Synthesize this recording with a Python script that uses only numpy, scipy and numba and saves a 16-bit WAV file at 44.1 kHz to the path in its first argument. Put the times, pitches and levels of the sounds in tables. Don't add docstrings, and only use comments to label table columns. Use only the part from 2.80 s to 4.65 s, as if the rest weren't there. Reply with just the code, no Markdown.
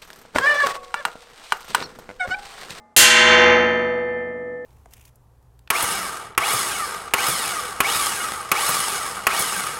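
import sys
import numpy as np
from scipy import signal
from scipy.fft import rfft, irfft
from scipy.io import wavfile
from scipy.ndimage import uniform_filter1d, minimum_filter1d
from numba import njit

SR = 44100
rng = np.random.default_rng(int(sys.argv[2]) if len(sys.argv) > 2 else 0)


def store_pcm(level_fs):
    pcm = np.round(np.clip(level_fs, -1, 1) * 32767).astype(np.int16)
    wavfile.write(sys.argv[1], SR, np.atleast_2d(pcm).T)


N = 81585
STRIKE_S, TOP_HZ = .1643, 16100

# f/Hz, relative level/dB
ROOM_SPECTRUM = [(25, -9), (90, -4), (300, -9), (700, -5.5), (1400, -14), (3000, -32.5), (8000, -33),
                 (16000, -44.5)]
# f/Hz, relative level/dB
HUM_TONES = [(231.5, -61.5), (484.5, -72), (629.8, -67.5), (667.5, -87.5), (845.2, -56.5), (877.5, -77),
             (1163, -78), (1211, -66), (1776, -74), (2083, -70.5)]
# f/Hz, median level per mode/dB, median t60/s
WEAK_MODE_TREND = [(50, -49.5, 2.2), (250, -41.5, 4), (600, -32, 1.7), (1100, -27.5, 1.5),
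                   (1800, -8.5, 0.82), (2800, -9.5, 0.74), (4500, -9, 0.45), (7200, -8.5, 0.42),
                   (9610, -7, 0.29), (16000, -6, 0.16)]
# f/Hz, relative level/dB, unscaled t60/s
MAIN_MODES = [(56.2, -35, 3.4), (87.5, -22, 2.7), (131.6, -33, 4.0), (178.0, -26, 3.6), (230.8, -11, 2.48),
              (248.0, -28, 4.44), (289.7, -30, 3.73), (346.2, -15, 2.51), (362.7, -10, 1.62),
              (426.0, -31, 3.25), (436.0, -31, 3.84), (477.4, -25, 3.56), (493.2, -4, 3.6),
              (604.3, -34, 5.45), (630.9, -5, 1.88), (652.4, -21, 3.38), (704.5, -30, 2.87),
              (749.3, -19, 2.57), (811.9, -10, 1.33), (828.4, -8, 1.56), (843.5, -10, 2.39),
              (880.8, -20, 2.19), (985.0, -6, 1.69), (1034.9, -4, 1.08), (1045.4, 1, 1.25),
              (1208.2, -14, 2.14), (1264.7, -11, 1.38), (1279.2, -10, 2.07), (1297.0, -5, 1.51),
              (1358.6, -13, 1.21), (1386.5, -4, 1.28), (1501.3, 2, 1.01), (1534.6, -5, 1.17),
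              (1545.3, 4, 1.3), (1587.1, 1, 1.3), (1596.8, -13, 1.5), (1619.4, -4, 1.0),
              (1700.5, -14, 2.03), (1718.3, -3, 1.25), (1774.5, -9, 3.1), (1824.6, 1, 1.09),
              (1873.7, 0, 1.37), (1901.7, 0, 1.09), (1921.8, -3, 1.12), (1935.3, -4, 1.69),
              (1989.1, -11, 1.37), (2049.0, -13, 1.44), (2079.6, -12, 1.58), (2089.4, -2, 2.05),
              (2195.4, -14, 1.47), (2220.3, -12, 1.51), (2231.0, -3, 1.01), (2267.0, -5, 1.21),
              (2277.5, -2, 1.32), (2318.5, 2, 0.93), (2408.7, -5, 1.43), (2509.3, -10, 1.38),
              (2657.7, -20, 1.46), (2719.9, -10, 0.96), (2729.3, 10, 0.9), (2739.8, -7, 1.19),
              (2748.5, -1, 1.05), (2766.3, -17, 1.15), (2823.9, 0, 0.99), (2850.1, 5, 0.9),
              (2869.0, 2, 0.87), (3095.7, 7, 0.65), (3118.3, 0, 0.96), (3130.7, 3, 1.25), (3197.0, 8, 0.72),
              (3505.5, 6, 0.95), (3617.6, -3, 1.0), (3911.3, -14, 0.87), (4348.7, 0, 0.73),
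              (4416.3, -6, 1.1), (4470.5, -6, 1.0), (4558.3, -11, 0.89), (5031.7, -8, 0.88),
              (5397.4, 1, 0.65), (5766.9, -4, 0.9), (6298.1, 1, 0.8), (6346.2, -3, 0.86), (6816.9, 1, 0.54),
              (7078.0, 10, 0.34), (7481.1, 10, 0.42), (8086.4, 8, 0.42), (9208.8, 4, 0.4)]
# t/s, level/dB
SWING_GAIN = [(.16, 6.5), (.35, -6), (.58, -3), (.75, -1.1), (.92, -1.5), (1.1, -1.2), (1.25, -1.5),
              (1.4, 0.5), (1.55, -0.2), (1.72, 0.5), (1.85, -0.2)]


def undb(db):
    return 10 ** (np.asarray(db) / 20)


def along(hz, table, column=1):
    table = np.array(table)
    return np.interp(np.log(hz + 1), np.log(table[:, 0]), table[:, column])


@njit
def ring(hz, amplitude, t60_s, phase_rad):
    out = np.zeros(N)
    for k in range(len(hz)):
        phasor = amplitude[k] * np.exp(1j * phase_rad[k])
        pole = np.exp((2j * np.pi * hz[k] - np.log(1000) / t60_s[k]) / SR)
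        for i in range(min(N, int(2 * t60_s[k] * SR))):
            out[i] += phasor.imag
            phasor *= pole
    return out


@njit
def follow_peak(x, attack_s, release_s):
    attack, release = 1 - np.exp(-1 / (attack_s * SR)), 1 / (release_s * SR)
    out, peak = np.empty(len(x)), 0.
    for i in range(len(x)):
        peak += (abs(x[i]) - peak) * attack if abs(x[i]) > peak else -peak * release
        out[i] = peak
    return out


def room_air(rms_db=-60):
    hz = np.arange(N // 2 + 1) * SR / N
    air = irfft(rfft(rng.standard_normal(N)) * undb(along(hz, ROOM_SPECTRUM)), N)
    return air / air.std() * undb(rms_db)


def panel_hum(gain_db=7, t60_s=.99):
    hz, level_db = np.array(HUM_TONES, float).T.copy()
    phase_rad = 2 * np.pi * rng.random(len(hz))
    return ring(hz, undb(level_db + gain_db), np.full(len(hz), t60_s), phase_rad)


def spoon_contact(t, crack_db=18, crack_t60_s=.02, thump_hz=101, thump_db=-3.5, thump_s=.045):
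    highpass = signal.butter(2, 1800, "high", fs=SR, output="sos")
    bright = signal.sosfilt(highpass, rng.standard_normal(N))
    crack = bright * undb(crack_db) * np.exp(-np.log(1000) * t / crack_t60_s)
    thump = np.sin(2 * np.pi * thump_hz * t) * undb(thump_db) * np.maximum(0, 1 - t / thump_s)
    return crack + thump


def panel_shimmer(spacing_hz=11, scatter_db=6, log_t60_scatter=.19):
    slots_hz = np.arange(50, TOP_HZ, spacing_hz)
    offset, phase_cycles = rng.random((len(slots_hz), 2)).T
    strength, sustain = np.clip(rng.standard_normal((len(slots_hz), 2)).T, -2, 2)
    hz = slots_hz + spacing_hz * offset
    amplitude = undb(along(hz, WEAK_MODE_TREND) + scatter_db * strength)
    t60_s = along(hz, WEAK_MODE_TREND, column=2) * np.exp(log_t60_scatter * sustain)
    return ring(hz, amplitude, t60_s, 2 * np.pi * phase_cycles)


def panel_chord(t, gain_db=.5, t60_scale=.99, mean_waver_hz=1.6, waver_db=1.5):
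    out = np.zeros(N)
    for hz, level_db, t60_s in MAIN_MODES:
        waver_hz = mean_waver_hz * (.5 + rng.random())
        lobe_db = waver_db * np.sin(2 * np.pi * (waver_hz * t + rng.random()))
        decay = np.exp(-np.log(1000) * t / (t60_s * t60_scale))
        out += undb(level_db + gain_db + lobe_db) * decay * np.sin(2 * np.pi * hz * t)
    return out


def scene():
    t = np.arange(N) / SR
    blow = panel_chord(t) + panel_shimmer() + spoon_contact(t)
    blow = np.pad(blow, (int(STRIKE_S * SR), 0))[:N]
    swing = undb(np.interp(t, *np.array(SWING_GAIN).T))
    return (blow * swing + panel_hum() + room_air())[None]


def microphone(x, overload_db=18.5, bias=.04, band_hz=(38, 12800)):
    ceiling = undb(overload_db)
    saturated = ceiling * (np.tanh(x / ceiling + bias) - np.tanh(bias))
    return signal.sosfilt(signal.butter(2, band_hz, "band", fs=SR, output="sos"), saturated)


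def limiter(x, threshold_db=-2, treble_weight=.34, lookahead_s=.024):
    sensed = x + treble_weight * np.diff(x, prepend=0)
    peak = follow_peak(sensed, attack_s=.0001, release_s=.069)
    gain = 1 / np.maximum(1, peak / undb(threshold_db))
    span = int(lookahead_s * SR)
    held_gain = minimum_filter1d(gain, size=span)
    return x * uniform_filter1d(held_gain, size=span)


def record(dry):
    lowpass = signal.ellip(10, .2, 90, TOP_HZ, fs=SR, output="sos")
    return signal.sosfilt(lowpass, limiter(microphone(dry[0])))[None]


dry = scene()
out = record(dry)
store_pcm(out)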